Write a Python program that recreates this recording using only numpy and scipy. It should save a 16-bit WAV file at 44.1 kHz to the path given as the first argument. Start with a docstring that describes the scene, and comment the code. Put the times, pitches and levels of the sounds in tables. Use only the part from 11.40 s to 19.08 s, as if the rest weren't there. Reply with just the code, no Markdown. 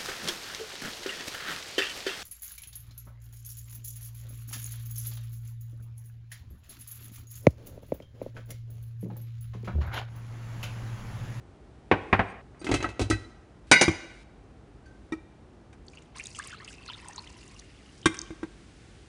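"""Over appliance rumble and hiss, a ceramic mug is set down on a counter; a glass carafe squeaks and rattles
as it is dragged out of its machine, clinks and clacks down, and touches and taps the mug with its spout.
Coffee then trickles and bubbles into the mug and the carafe lid clacks. Solid bodies sound as decaying modes
over coloured noise, rubbing as uneven partials, liquid as rising bubble tones and jolted resonances. A small
hard room returns echoes of the blows and the pour; a close phone microphone limits the band.
"""
import sys
import numpy as np
from scipy import signal
from scipy.fft import rfft, irfft
from scipy.io import wavfile
from scipy.ndimage import uniform_filter1d

SR = 44100
rng = np.random.default_rng(int(sys.argv[2]) if len(sys.argv) > 2 else 0)


def to_wav(s):
    """Save 16-bit WAV."""
    ch = np.atleast_2d(s).T  # columns
    pcm = np.round(np.clip(ch, -1, 1) * 32767)  # PCM
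    wavfile.write(sys.argv[1], SR, pcm.astype(np.int16))


N = 338688  # samples


def gain_of(db):
    """Level law: decibels to amplitude ratio."""
    return 10 ** (np.asarray(db) / 20)


def evened(x):
    """Power normalization: scales a signal to rms 1."""
    return x / np.sqrt(np.mean(x ** 2) + 1e-20)


def read(points, hz):
    """Logarithmic pitch scale: interpolates (frequency [Hz], value) rows along log frequency."""
    f, value = np.transpose(points)
    return np.interp(np.log(hz + 1), np.log(f + 1), value)


def track(t, s, db):
    """Piecewise-linear level in dB over time, returned as gain; -120 dB outside the given times."""
    return gain_of(np.interp(t, s, db, -120, -120))


def add(mix, s, sound):
    """Superposition: adds a sound into the mix at a time in seconds."""
    part = mix[round(s * SR):][:len(sound)]
    part += sound[:len(part)]


def band(x, lo_hz, hi_hz):
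    """Band-pass filtering: isolates one frequency range."""
    return signal.sosfilt(signal.butter(2, [lo_hz, hi_hz], "bandpass", fs=SR, output="sos"), x)


def noise(colour, count):
    """Spectral shaping: white noise weighted by a colour curve, at rms 1."""
    spectrum = rfft(rng.standard_normal(count))
    hz = np.fft.rfftfreq(count, 1 / SR)
    return evened(irfft(spectrum * gain_of(read(colour, hz)), count))


def blows(rows, modes, colour, clatter_t60, rise_ms, spread_db, chatter_db):
    """Modal impact: a blow excites decaying modes and a noise clatter; its hardness tilts the spectrum."""
    out, t = np.zeros(N), np.arange(SR) / SR
    hz, db, t60 = np.transpose(modes)[:, :, None]
    bands = ((40, 500), (500, 2500), (3500, 11000))  # thud, knock, tick [Hz]
    band_centres = (300, 1400, 5500)  # Hz
    decay = gain_of(-60 * t / clatter_t60)
    onset = np.minimum(t * 1000 / rise_ms, 1)
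    for s, knock_db, thud_db, tick_db, ring_db in rows:
        uneven_db = spread_db * rng.standard_normal(hz.shape)
        rings = gain_of(db + uneven_db - 60 * t / t60) * np.sin(2 * np.pi * hz * t)
        chatter = uniform_filter1d(rng.standard_normal(rings.shape), size=600) * np.sqrt(600)
        rings *= gain_of(chatter_db * chatter)  # loose contact makes each mode swell and sag
        rings *= gain_of(ring_db) / abs(rings.sum(0)).max()
        clatter = noise(colour, len(t)) / 3
        plain = (rings.sum(0) + clatter * decay) * onset
        # tilt the colour by what each band lacks against its target level
        band_rms = [np.sqrt(uniform_filter1d(band(plain[:9000], *b) ** 2, size=300).max()) for b in bands]
        tilt_db = np.array([thud_db, knock_db, tick_db]) - 20 * np.log10(band_rms)
        tilt = list(zip(band_centres, tilt_db))
        clatter = irfft(rfft(clatter) * gain_of(read(tilt, np.arange(SR // 2 + 1))), SR)
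        rings = (rings * gain_of(read(tilt, hz))).sum(0)
        add(out, s, (rings + clatter * decay) * onset)
    return out


# Appliance rumble and hiss: (frequency [Hz], level per hertz [dB])
RUMBLE_COLOUR = [(15, -40.5), (25, -23.5), (48, 2), (80, -5), (114, -5.5), (171, -10.5), (298, -11.5),
                 (374, -12.5), (560, -20.5), (797, -20.5), (952, -25.5), (1390, -28), (1750, -30.5),
                 (4340, -38), (10500, -46), (13600, -83.5), (22000, -120)]
RUMBLE_DB = -51.5  # rms level before the treble is lifted
# Spans of stronger hiss: (start [s], end [s], added treble level [dB])
HISS_SWELLS = [(0.52, 0.93, 6), (2.27, 2.835, 9.5), (3.455, 3.7, 2)]
# Hiss climbing once the coffee flows: (time [s], added treble level [dB])
HISS_CLIMB = [(4.8, -3), (6.3, 7), (7.68, 8)]


def background():
    """Stationary noise: rumble and hiss of fixed colour, the treble above 1500 Hz varying in level."""
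    t, rumble = np.arange(N) / SR, noise(RUMBLE_COLOUR, N)
    treble = signal.sosfilt(signal.butter(2, 1500, "highpass", fs=SR, output="sos"), rumble)
    lift_db = np.interp(t, *np.transpose(HISS_CLIMB))
    lift_db += sum(db * (start < t) * (t < end) for start, end, db in HISS_SWELLS)
    return gain_of(RUMBLE_DB) * (rumble + (gain_of(lift_db) - 1) * treble)


# In every table of blows: knock is 500-2500 Hz, thud below 500 Hz, tick above 3500 Hz,
# and ring is the level of the modes against the clatter.
# Mug on counter: (time [s], knock [dB], thud [dB], tick [dB], ring [dB])
MUG_BLOWS = [(0.514, -5.5, -16.5, -31, -12.5), (0.728, -8.5, -17.5, -31, -12.5),
             (0.793, -12.5, -21, -38.5, -10.5)]
# Modes of the ceramic mug: (frequency [Hz], level [dB], t60 [s])
MUG_MODES = [(98.8, 5, 0.27), (186, 3, 0.19), (290.2, -0.5, 0.29), (390, -2.5, 0.3), (530, -12.5, 0.19),
             (781, -8, 0.17), (1050, -12, 0.12), (1330, -14, 0.033), (1803, -17, 0.12),
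             (2403, -17.5, 0.051)]
# Unpitched clatter of the mug: (frequency [Hz], level per hertz [dB])
MUG_CLATTER = [(29, -40.5), (50, -1.5), (332, 0.5), (680, -10), (764, -6.5), (919, -14), (2480, -24),
               (10200, -73), (12500, -82.5), (16200, -118), (22000, -120)]


def mug_set_down():
    """Modal impact of a ceramic shell: low modes outlast a short clatter."""
    return blows(MUG_BLOWS, MUG_MODES, MUG_CLATTER,
                 clatter_t60=0.099, rise_ms=0.43, spread_db=3.0, chatter_db=2.5)


# Reverberation of the small hard room: (frequency [Hz], t60 [s])
ROOM_DECAY = [(100, 0.46), (500, 0.82), (2000, 0.83), (5000, 0.72), (10000, 0.49)]


def kitchen(x):
    """Sparse reflections: one tap of random sign per 20 samples, each band decaying at its own rate."""
    taps = np.zeros(SR)
    starts = np.arange(300, SR - 20, 20)
    taps[starts + rng.integers(0, 20, len(starts))] = rng.choice([-1., 1.], len(starts))
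    hz, t, z = signal.stft(taps, SR, nperseg=256)
    decay = gain_of(-60 * t / read(ROOM_DECAY, hz)[:, None])
    tail = signal.istft(z * decay, SR, nperseg=256)[1]
    return signal.fftconvolve(x, tail / np.linalg.norm(tail))[:N]


# Glass rubbing on the hot plate: (time [s], length [s], level [dB])
SQUEAKS = [(0.868, 0.06, -67.5), (1.191, 0.03, -59)]
# Partials of the squeak: (frequency [Hz], level [dB])
SQUEAK_PARTIALS = [(4700, -3), (5900, -9), (6550, -7), (8600, -1)]


def squeaks():
    """Stick-slip friction: rubbing sounds a few high partials under an uneven grip."""
    out = np.zeros(N)
    for s, length, db in SQUEAKS:
        t = np.arange(0, length, 1 / SR)
        grip = 1 + .5 * evened(uniform_filter1d(rng.standard_normal(len(t)), size=200))
        tone = sum(gain_of(d) * np.sin(2 * np.pi * hz * t) for hz, d in SQUEAK_PARTIALS)
        add(out, s, gain_of(db) * grip * tone * signal.windows.tukey(len(t), .4))
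    return out


# Sudden drops of the ringing and echoes: (start [s], end [s], gain [dB])
RING_DROPS = [(1.015, 1.146, -31), (2.825, 3.3, -3)]


def drop_rings(x):
    """Gated attenuation: the sounds and their echoes are abruptly weaker within each span."""
    for start, end, db in RING_DROPS:
        x[round(start * SR):round(end * SR)] *= gain_of(db)
    return x


# Carafe dragged out of the machine: (time [s], knock [dB], thud [dB], tick [dB], ring [dB])
MACHINE_BLOWS = [(1.215, -44, -40, -56, -1), (1.244, -42, -34.5, -41.5, -6),
                 (1.267, -26.5, -33.5, -45, -4.5), (1.289, -28, -25, -47.5, -27),
                 (1.314, -18.5, -21, -34.5, -5.5), (1.34, -21, -22, -29.5, -1.5),
                 (1.403, -29.5, -36.5, -49, -8.5), (1.426, -25, -36, -37, -10),
                 (1.443, -20.5, -30.5, -57, -6.5), (1.489, -35, -40.5, -50, -1.5),
                 (1.594, -27.5, -26, -37.5, -13.5), (1.614, -31.5, -23, -36.5, -5),
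                 (1.7, -34, -19.5, -29.5, -8.5), (1.71, -23.5, -25, -38.5, 9)]
# Modes of the machine: (frequency [Hz], level [dB], t60 [s])
MACHINE_MODES = [(61, -8, .25), (102, -1, .23), (320, -4, .13), (705, -17, .08), (1303, -15, .09),
                 (1550, -24, .25), (1938, -21, .2), (2078, -17, .14), (2492, -25, .15), (2606, -19, .2),
                 (3138, -32, .2), (3822, -33, .15), (3984, -25, .3), (4700, -30, .1), (5900, -32, .08),
                 (6400, -29, .1)]
# Unpitched clatter of the machine: (frequency [Hz], level per hertz [dB])
MACHINE_CLATTER = [(29, -38.5), (50, -7), (102, -9), (162, -14.5), (325, 5.5), (429, -9.5), (1800, -27),
                   (2060, -22), (8250, -35), (12500, -43), (16200, -54), (22000, -120)]


def machine_rattle():
    """Repeated modal impact: a run of blows excites the modes of the machine, with strong chatter."""
    return blows(MACHINE_BLOWS, MACHINE_MODES, MACHINE_CLATTER,
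                 clatter_t60=0.12, rise_ms=0.73, spread_db=3.5, chatter_db=5.5)


# Carafe clinking down: (time [s], knock [dB], thud [dB], tick [dB], ring [dB])
GLASS_BLOWS = [(2.314, -8.5, -14.5, -12.5, 2.5), (2.412, -19, -17.5, -17.5, -4.5)]
# Modes of the glass carafe: (frequency [Hz], level [dB], t60 [s])
GLASS_MODES = [(162, -19, .25), (226, -14, .17), (322, -9, .12), (748, -13, .1), (969, -20, .2),
               (1488, 0, .2), (1550, -11, .3), (1997, -7, .55), (2142, -10, .45), (2317, -2, .27),
               (2477, -6, .14), (2861, -13, .45), (3500, -18, .25), (3826, -10, .33), (4385, -10, .2),
               (4870, -4, .14), (5893, -6, .11), (6030, -21, .45), (6514, -22, .18), (6700, -19, .12),
               (7300, -10, .05), (8495, -7, .1), (9190, -20, .1), (9990, -22, .1)]
# Unpitched clatter of the glass: (frequency [Hz], level per hertz [dB])
GLASS_CLATTER = [(40, -23), (310, -10), (1100, -13.5), (2300, -9.5), (4200, -22), (6500, -12), (7900, -28),
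                 (9500, -19), (12500, -40.5), (16000, -72)]


def glass_clinks():
    """Modal impact of a glass shell: many bright modes, strongest in the kilohertz range."""
    return blows(GLASS_BLOWS, GLASS_MODES, GLASS_CLATTER,
                 clatter_t60=0.11, rise_ms=1.0, spread_db=0.85, chatter_db=4.0)


# Dull clacks of the carafe and its lid: the carafe body set down, later the lid:
# (time [s], knock [dB], thud [dB], tick [dB], ring [dB])
CLACK_BLOWS = [(2.48, -24, -15.5, -34.5, 0.5), (6.657, -15.5, -16, -21, 0.5), (6.742, -37, -68, -45, -3),
               (6.905, -45.5, -36.5, -58, 1), (7.03, -34.5, -29.5, -55.5, 1)]
# Modes of the clacks: (frequency [Hz], level [dB], t60 [s])
CLACK_MODES = [(96, -20, .18), (160, -22, .12), (220, -13, .1), (323, 0, .11), (1120, -12, .045),
               (1580, -14, .055), (1900, -22, .05), (2100, -19, .09), (2370, -18, .07), (3170, -26, .05),
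               (3314, -24, .045), (3690, -17, .05), (5600, -30, .03)]
# Unpitched clatter of the clacks: (frequency [Hz], level per hertz [dB])
CLACK_CLATTER = [(40, -20), (100, -7), (320, 4), (560, -20.5), (900, -10), (2300, -17), (4200, -29),
                 (9500, -27.5), (12500, -82), (16000, -93)]


def carafe_and_lid_clacks():
    """Heavily damped modal impact: short modes make a dull clack of the carafe body, later of the lid."""
    return blows(CLACK_BLOWS, CLACK_MODES, CLACK_CLATTER,
                 clatter_t60=0.064, rise_ms=1.24, spread_db=-2.5, chatter_db=3.0)


# Spout meeting the mug: (time [s], knock [dB], thud [dB], tick [dB], ring [dB])
RIM_TOUCH = [(3.457, -58, -74, -63.5, 6.4)]
# Modes of that touch: (frequency [Hz], level [dB], t60 [s])
RIM_MODES = [(1550, 7, 0.63), (4570, -11, 0.18), (6169, -16, .2)]


def rim_touch():
    """Lightly damped modal impact: a soft touch leaves one long mode ringing above two weaker ones."""
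    return blows(RIM_TOUCH, RIM_MODES, GLASS_CLATTER,
                 clatter_t60=.15, rise_ms=3, spread_db=.6, chatter_db=4)


# Spout knocking the mug: (time [s], knock [dB], thud [dB], tick [dB], ring [dB])
SPOUT_TAPS = [(3.721, -33, -27.5, -47.5, 6.6), (4.327, -47, -67, -62, 3.3)]
# Modes of those knocks: (frequency [Hz], level [dB], t60 [s])
SPOUT_MODES = [(320, 0, .09), (880, -20, .04), (1290, -29, .07), (1900, -18, .06), (2350, -11, .055),
               (3700, -20, .04), (5600, -28, .05), (6050, -30, .05)]


def spout_taps():
    """Damped modal impact with a slow onset: the spout taps the mug with short modes."""
    return blows(SPOUT_TAPS, SPOUT_MODES, CLACK_CLATTER,
                 clatter_t60=0.082, rise_ms=3.4, spread_db=-2.4, chatter_db=5.0)


def bubble(hz, cycles, rise):
    """Bubble resonance: a pocket of air rings briefly, its pitch climbing as it nears the surface."""
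    turns = np.arange(0, 4 * cycles, hz / SR)  # periods of the starting pitch
    swell = np.exp(-2 * turns / cycles) * np.minimum(turns / 2.5, 1)
    return np.sin(2 * np.pi * turns * (1 + rise * turns / cycles)) * swell


def clusters(rows, cycles, rise, scatter, spread_s, count=4):
    """Air entrainment: each plunge frees one main bubble, then a few weaker ones of nearby size."""
    out = np.zeros(N)
    for (s, db, hz), chance in zip(rows, rng.random((len(rows), count, 3))):
        add(out, s, gain_of(db) * bubble(hz, cycles, rise))
        for late, size, weak in chance:
            near_hz = hz * np.exp(scatter * (2 * size - 1))
            add(out, s + spread_s * late, gain_of(db - 4.0 - 6.8 * weak) * bubble(near_hz, cycles, rise))
    return out


def swarm(lo_hz, hi_hz, per_s, cycles, spread_db, clump_db, count=24):
    """Random superposition: bubbles of many sizes arrive in clumps, a few much louder; rms 1."""
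    clumps = gain_of(clump_db * evened(uniform_filter1d(rng.standard_normal(N), size=500)))
    loudness = gain_of(spread_db * np.minimum(rng.exponential(1, N), 4))
    hits = loudness * (rng.random(N) < clumps * per_s / SR)
    kind = rng.integers(0, count, N)
    total = np.zeros(N)
    for k, hz in enumerate(np.geomspace(lo_hz, hi_hz, count)):
        total += signal.oaconvolve(hits * (kind == k), bubble(hz, cycles, 0.045))[:N]
    return evened(total)


def jolted(rows, width_hz, jolts_per_s):
    """Driven resonance: a resonator of moving pitch rings at each of many random jolts."""
    s, hz, db = np.transpose(rows)
    t = np.arange(N) / SR
    turn = np.exp(2j * np.pi * np.cumsum(np.interp(t, s, hz)) / SR)
    r = np.exp(-np.pi * width_hz / SR)  # decay per sample
    strength = gain_of(4.1 * np.minimum(rng.exponential(1, N), 4))
    jolts = strength * (rng.random(N) < jolts_per_s / SR)
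    ring = (turn * signal.lfilter([1], [1, -r], jolts / turn + 1e-18)).real
    return track(t, s, db) * evened(ring)


# The stream of coffee: (time [s], gurgle level [dB], fizz level [dB])
STREAM = [(4.45, -91, -70), (4.56, -63.5, -62), (4.74, -78.5, -90), (4.76, -48, -52.5), (4.92, -66, -54.5),
          (5.0, -53.5, -55), (5.12, -51, -52.5), (5.17, -59, -75), (5.3, -54.5, -54.5),
          (5.39, -63.5, -66.5), (5.49, -54.5, -62.5), (5.7, -58, -62.5), (6.2, -66, -62), (6.3, -63.5, -80),
          (6.6, -73, -64)]
# Large bubbles: (time [s], level [dB], starting pitch [Hz])
BUBBLES = [(4.482, -46, 4370), (4.534, -43.5, 2480), (4.573, -35, 2760), (4.758, -38, 1024),
           (4.798, -24, 2400), (4.856, -32, 3720), (4.949, -32, 2980), (4.987, -30, 1210),
           (4.997, -27, 1653), (5.128, -30.5, 1450), (5.172, -39, 3940), (5.201, -36, 1780),
           (5.222, -39, 1260), (5.278, -30, 2800), (5.331, -38, 2700), (5.421, -39, 2680),
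           (5.48, -29.5, 4130), (5.487, -35, 1300), (5.499, -25, 3080), (5.534, -28.5, 3630),
           (5.655, -39, 954), (5.688, -36.5, 923), (5.78, -25.5, 3980), (5.78, -33.5, 994),
           (5.873, -35.5, 2970), (6.192, -39, 4140), (6.63, -36, 3070), (6.863, -42, 2920)]
# Small bright droplets: (time [s], level [dB], starting pitch [Hz])
DROPLETS = [(4.4825, -36.5, 4500), (4.6227, -44, 6950), (4.7843, -30.5, 6340), (4.8387, -30, 7040),
            (4.8568, -30, 8440), (4.8689, -23, 6800), (4.947, -40, 5750), (4.9687, -34, 6350),
            (4.9901, -22, 8700), (5.027, -45, 5560), (5.0732, -25.5, 8860), (5.246, -33.5, 6550),
            (5.277, -39, 8700), (5.3284, -37, 7800), (5.462, -39, 5700), (5.685, -25, 8500),
            (5.7324, -36, 5900), (5.7604, -28.5, 6400), (6.0785, -38.5, 7000), (6.196, -32, 6200),
            (6.6149, -42, 5030), (6.769, -31, 5900), (6.79, -17.5, 6120), (6.8159, -22, 6500)]
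# A higher resonance heard while the coffee pours: (time [s], frequency [Hz], level [dB])
UPPER_RESONANCE = [(4.76, 2550, -66), (5.0, 2690, -59), (5.5, 2620, -66), (5.9, 2730, -63),
                   (6.5, 2860, -71)]
# Resonance of the air above the coffee: (time [s], frequency [Hz], level [dB])
MUG_AIR = [(5.35, 1110, -88), (5.5, 985, -56.5), (5.85, 955, -60.5), (6.2, 1080, -66)]
# A resonance between the two: (time [s], frequency [Hz], level [dB])
MIDDLE_RESONANCE = [(5.5, 1850, -72), (5.68, 1850, -56.5), (5.9, 1810, -69)]


def pour():
    """Bubble acoustics: single bubbles and droplets over gurgle and fizz, with three moving resonances."""
    t = np.arange(N) / SR
    out = clusters(BUBBLES, cycles=11.3, rise=0.012, scatter=.16, spread_s=0.017)
    out += clusters(DROPLETS, cycles=10.4, rise=0.0078, scatter=0.35, spread_s=0.0026)
    s, gurgle_db, fizz_db = np.transpose(STREAM)
    gurgle = swarm(1900, 4900, per_s=800, cycles=16, spread_db=4.5, clump_db=5)
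    gurgle += gain_of(-5) * swarm(1000, 2100, per_s=250, cycles=14, spread_db=4.5, clump_db=5)
    fizz = swarm(4300, 9800, per_s=900, cycles=6, spread_db=3.5, clump_db=7)
    out += track(t, s, gurgle_db) * gurgle + track(t, s, fizz_db) * fizz
    out += jolted(MUG_AIR, width_hz=60, jolts_per_s=80)
    out += jolted(UPPER_RESONANCE, width_hz=90, jolts_per_s=70)
    return out + jolted(MIDDLE_RESONANCE, width_hz=90, jolts_per_s=100)


def scene():
    """Superposition of direct sounds, their room echoes and the background."""
    mug = mug_set_down()
    machine = squeaks() + machine_rattle()
    glass = glass_clinks()
    clacks_and_spout = carafe_and_lid_clacks() + rim_touch() + spout_taps()
    coffee = pour()
    # each source excites the room at its own level
    sent = gain_of(-15.5) * mug + gain_of(-17.5) * machine + gain_of(-17) * glass
    sent += gain_of(-18.5) * clacks_and_spout + gain_of(-18) * coffee
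    near = mug + machine + glass + clacks_and_spout + coffee + kitchen(sent)
    return (drop_rings(near) + background())[None]


CEILING = .85  # amplitude limit of the soft clipping
TOP_HZ, TOP_DB = 10270, -16  # the microphone path drops by this much above this frequency
EDGE_HZ = 12600  # band limit


def record(dry):
    """Transducer response: low cut, soft clipping of the hardest blows, high shelf, then band limit."""
    cut = signal.sosfilt(signal.butter(3, 44, "highpass", fs=SR, output="sos"), dry)
    squeezed = CEILING * np.tanh(cut / CEILING)
    under = signal.oaconvolve(squeezed, signal.firwin(255, TOP_HZ, fs=SR)[None], "same")
    shelved = under + gain_of(TOP_DB) * (squeezed - under)
    edge = signal.firwin(511, EDGE_HZ, window=("kaiser", 9), fs=SR)
    return signal.oaconvolve(shelved, edge[None], "same")


dry = scene()
out = record(dry)
to_wav(out)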